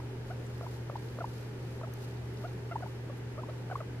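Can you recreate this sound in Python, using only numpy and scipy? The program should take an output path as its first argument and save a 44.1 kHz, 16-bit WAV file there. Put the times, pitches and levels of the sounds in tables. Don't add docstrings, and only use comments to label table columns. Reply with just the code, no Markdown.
import sys
import numpy as np
from scipy import signal
from scipy.fft import rfft, irfft, next_fast_len
from scipy.io import wavfile
from scipy.ndimage import map_coordinates

SR = 44100
rng = np.random.default_rng(int(sys.argv[2]) if len(sys.argv) > 2 else 0)


def wrap_up_sound(samples):
    columns = np.atleast_2d(samples).T
    tamed = np.clip(columns, -1, 1)
    steps = np.round(tamed * 32767).astype(np.int16)
    wavfile.write(sys.argv[1], SR, steps)


N = 176400


def amp(db):
    return 10 ** (np.asarray(db) / 20)


def unit(x):
    return x / np.sqrt(np.mean(x ** 2) + 1e-20)


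def along(points, hz):
    freqs_hz, values = np.transpose(points)
    return np.interp(np.log(hz + 1), np.log(freqs_hz + 1), values)


def wobble(knots_per_s):
    knots = rng.standard_normal(int(N * knots_per_s / SR) + 4)
    return map_coordinates(knots, [np.arange(N) * knots_per_s / SR])


def filtered(x, response):
    size = next_fast_len(N + SR // 2)
    return irfft(rfft(x, size) * response(np.fft.rfftfreq(size, 1 / SR)), size)[..., :N]


def add(track, start_s, sound):
    part = track[..., round(start_s * SR):][..., :sound.shape[-1]]
    part += sound[..., :part.shape[-1]]


def diffuse_noise(spectrum):
    # freq_hz, left_right_correlation
    coherence = [(60, 1), (130, 0.98), (290, 0.8), (640, 0.54), (1410, 0.18), (3100, -0.33), (7000, -0.28),
                 (15000, -0.27)]
    closed = [(spectrum[0][0] / 2, -120), *spectrum, (spectrum[-1][0] * 2, -120)]

    def mid_side_gains(hz):
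        angle_rad = np.arccos(along(coherence, hz)) / 2
        return amp(along(closed, hz)) * [np.cos(angle_rad), np.sin(angle_rad)]

    mid, side = filtered(rng.standard_normal((2, N)), mid_side_gains)
    return unit(np.array([mid + side, mid - side]))


def appliance(hum_hz=120.05, hum_rms_db=-41.5, octave_rms_db=-64, fan_waver_db=3.5):
    # freq_hz, rms_db
    fan_tones = [(28, -65), (76, -55.5), (293, -68), (377, -66), (526, -66.5), (1673, -78.5), (1820, -79),
                 (2005, -79.5), (2418, -82), (2546, -84), (2813, -85)]
    # freq_hz, density_db (all three)
    air_spectrum = [(100, -20), (170, -5), (211, -5.5), (285, -4), (345, -4.5), (380, 0), (495, -7),
                    (532, -13), (558, -13), (622, -12), (710, -15.5), (881, -12), (1040, -19),
                    (1630, -17.5), (3000, -25.5), (3900, -48), (6600, -120)]
    rumble_spectrum = [(20, -5), (38, -18), (55, -5.5), (80, -3.5), (140, 1), (175, -4.5), (230, -19)]
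    hiss_spectrum = [(1800, -53), (3000, -2), (5000, -5), (8000, -11.5), (12500, -15), (14300, -17),
                     (15500, -31)]
    t = np.arange(N) / SR
    phase = 2 * np.pi * hum_hz * t
    hum = amp(hum_rms_db) * np.sin(phase) + amp(octave_rms_db) * np.sin(2 * phase)
    fan = sum(amp(rms_db + fan_waver_db * wobble(4.93)) * np.sin(2 * np.pi * hz * t + wobble(5))
              for hz, rms_db in fan_tones)
    air = amp(-47) * diffuse_noise(air_spectrum)
    rumble = amp(-51.5) * diffuse_noise(rumble_spectrum)
    hiss = amp(-62.5) * diffuse_noise(hiss_spectrum)
    return np.sqrt(2) * (hum + fan) + air + rumble + hiss


def stroking(gain_db=3.5, grain_db=1.86, hairs_per_s=600, hair_db=-7.5):
    # time_s, strength_db
    strokes = [(0, -71), (.2, -80), (.29, -68.5), (.38, -73), (.55, -69.5), (.74, -63.5), (.84, -76),
               (1.03, -67.5), (1.22, -70), (1.35, -64.5), (1.45, -68), (1.56, -74), (1.7, -68), (1.86, -75),
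               (1.99, -66), (2.03, -62.5), (2.2, -75.5), (2.43, -66.5), (2.64, -74.5), (2.88, -68.5),
               (3.0, -78), (3.4, -80), (3.55, -70), (3.66, -77), (3.78, -67), (3.83, -82)]
    # freq_hz, density_db (both)
    fur_spectrum = [(1200, -4), (2500, 1.5), (4500, 5.5), (8000, -3.5), (12600, -1), (14300, -5),
                    (15500, -16)]
    hair_spectrum = [(1500, -46), (4000, 4), (7000, -0.5), (13000, -7), (15500, -20)]
    slips = (rng.random(N) < hairs_per_s / SR) * rng.standard_normal((2, N))
    hairs = unit(filtered(slips, lambda hz: amp(along(hair_spectrum, hz))))
    strength_db = np.interp(np.arange(N) / SR, *np.transpose(strokes))
    envelope = amp(gain_db + strength_db + grain_db * wobble(150))
    return envelope * (diffuse_noise(fur_spectrum) + amp(hair_db) * hairs)


def hair_flicks(width_octaves=0.35):
    # centre_s, half_length_s, level_db, centre_hz
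    flicks = [(0.467, .005, -60.5, 7000), (0.969, 0.0044, -55, 3900), (1.09, .006, -61, 4300),
              (2.172, .004, -60, 4400), (2.34, .006, -66, 10500), (2.374, 0.0037, -58, 4240),
              (2.48, .006, -60, 4280), (3.18, 0.016, -67, 11000), (3.5, .008, -62, 3680)]
    out, t = np.zeros((2, N)), np.arange(N) / SR
    for centre_s, half_length_s, level_db, centre_hz in flicks:
        band = lambda hz: np.exp(-0.5 * (np.log2((hz + 1) / centre_hz) / width_octaves) ** 2)
        envelope = amp(level_db) * np.exp(-((t - centre_s) / half_length_s) ** 2)
        out += envelope * unit(filtered(rng.standard_normal((2, N)), band))
    return out


def tick(start_s=1.9382, level_db=-42.8, attack_s=0.00021):
    # freq_hz, relative_db, t60_s
    modes = [(6200, 0, 0.0056), (9930, 4, 0.0043), (12200, 7, 0.0056)]
    out, t = np.zeros((2, N)), np.arange(SR // 50) / SR
    for hz, relative_db, t60_s in modes:
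        envelope = amp(level_db + relative_db - 60 * t / t60_s) * (1 - np.exp(-t / attack_s))
        add(out, start_s, envelope * np.sin(2 * np.pi * (hz * t + rng.random((2, 1)))))
    return out


def room_tail(x, level_db=-15, t60_s=0.14, build_s=0.0045):
    # freq_hz, density_db
    tail_spectrum = [(200, -24), (1000, -14), (3000, -7), (12000, -4)]
    t = np.arange(SR // 2) / SR
    envelope = amp(-60 * t / t60_s) * (1 - np.exp(-t / build_s))
    tail = diffuse_noise(tail_spectrum)[:, :len(t)] * envelope
    return amp(level_db) * signal.fftconvolve(x, tail / np.linalg.norm(tail[0]), axes=1)[:, :N]


def syllable(length_s, arc_hz, harmonics_db, skew, sine_power=1, jitter=0.016, shimmer_db=1):
    progress = np.linspace(0, 1, int(length_s * SR))
    drift, flutter = [map_coordinates(knots, [progress * 7]) for knots in rng.standard_normal((2, 8))]
    parabola = np.polyfit([0, 0.5, 1], arc_hz, 2)
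    pitch_hz = np.polyval(parabola, progress) * (1 + jitter * drift)
    phase = 2 * np.pi * np.cumsum(pitch_hz) / SR
    tone = sum(amp(db) * np.cos(k * phase) for k, db in enumerate(harmonics_db, 1))
    envelope = np.abs(np.sin(np.pi * progress ** skew)) ** sine_power
    return tone * envelope * amp(shimmer_db * flutter)


def guinea_pig(gain_db=-0.3, pan_db=0.45, left_lead_s=0.0001):
    # start_s, pitch_hz, level_db
    clucks = [(.609, 647, -35.5), (.897, 650, -32), (1.186, 660, -36), (1.812, 553, -36.5),
              (2.807, 550, -42), (3.699, 744, -39)]
    # start_s, length_s, start_hz, middle_hz, end_hz, level_db, octave_db, third_harmonic_db
    notes = [(0.301, 0.024, 554, 747, 620, -39, -6, -22), (0.628, 0.024, 663, 666, 480, -43, -9, -25),
             (0.916, 0.026, 600, 581, 440, -47.5, -10, -26),
             (1.2055, 0.021, 687, 684, 470, -35.5, -2.5, -25),
             (1.8338, 0.019, 630, 640, 420, -40, -3.5, -27), (2.439, 0.03, 525, 713, 680, -38.5, -5, -23),
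             (2.712, 0.023, 637, 698, 633, -38.5, 0, -13), (2.8232, 0.024, 696, 696, 440, -38, -8, -26),
             (3.0966, .016, 544, 570, 585, -41, -7, -26), (3.378, 0.031, 515, 639, 550, -39.5, -4, -23),
             (3.487, 0.018, 490, 635, 660, -39, -6.5, -24), (3.712, 0.023, 755, 725, 457, -34, -5.5, -21.5),
             (3.8035, 0.015, 647, 630, 450, -37.5, -3, -20)]
    # start_s, length_s, middle_hz, level_db, octave_db
    pips = [(0, 0.008, 990, -42, -17), (0.664, 0.0084, 957, -35, -30), (0.955, 0.011, 932, -31, -21),
            (1.2414, 0.0098, 940, -29, -28), (1.871, 0.01, 840, -46, -11), (2.756, 0.013, 940, -27, -26),
            (2.8604, 0.009, 907, -37, -31), (3.434, 0.008, 984, -35, -28),
            (3.7544, 0.0094, 1110, -28.5, -23)]
    voice = np.zeros(N)
    for start_s, pitch_hz, level_db in clucks:
        fall_hz = pitch_hz * np.array([1, 0.917, 0.46])
        cluck = syllable(length_s=0.0063, arc_hz=fall_hz, harmonics_db=[0.5, -3, -25], skew=0.95)
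        add(voice, start_s, amp(level_db) * cluck)
    for start_s, length_s, *arc_hz, level_db, octave_db, third_db in notes:
        harmonics_db = [0, octave_db, third_db, third_db - 2]
        note = syllable(length_s, arc_hz, harmonics_db, skew=0.51, sine_power=0.47)
        add(voice, start_s, amp(level_db) * note)
    for start_s, length_s, middle_hz, level_db, octave_db in pips:
        rise_hz = middle_hz * np.array([0.875, 1, 1.125])
        pip = syllable(length_s, rise_hz, harmonics_db=[0, octave_db, -34], skew=0.62)
        add(voice, start_s, amp(level_db) * pip)
    sides = np.array([[1], [-1]])
    stereo = filtered(voice, lambda hz: np.exp(1j * np.pi * hz * left_lead_s * sides))
    return amp(gain_db + pan_db * sides) * stereo


def scene():
    voice = guinea_pig()
    return voice + room_tail(voice) + tick() + stroking() + hair_flicks() + appliance()


def record(dry):
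    return filtered(dry, lambda hz: hz < 15600)


dry = scene()
out = record(dry)
wrap_up_sound(out)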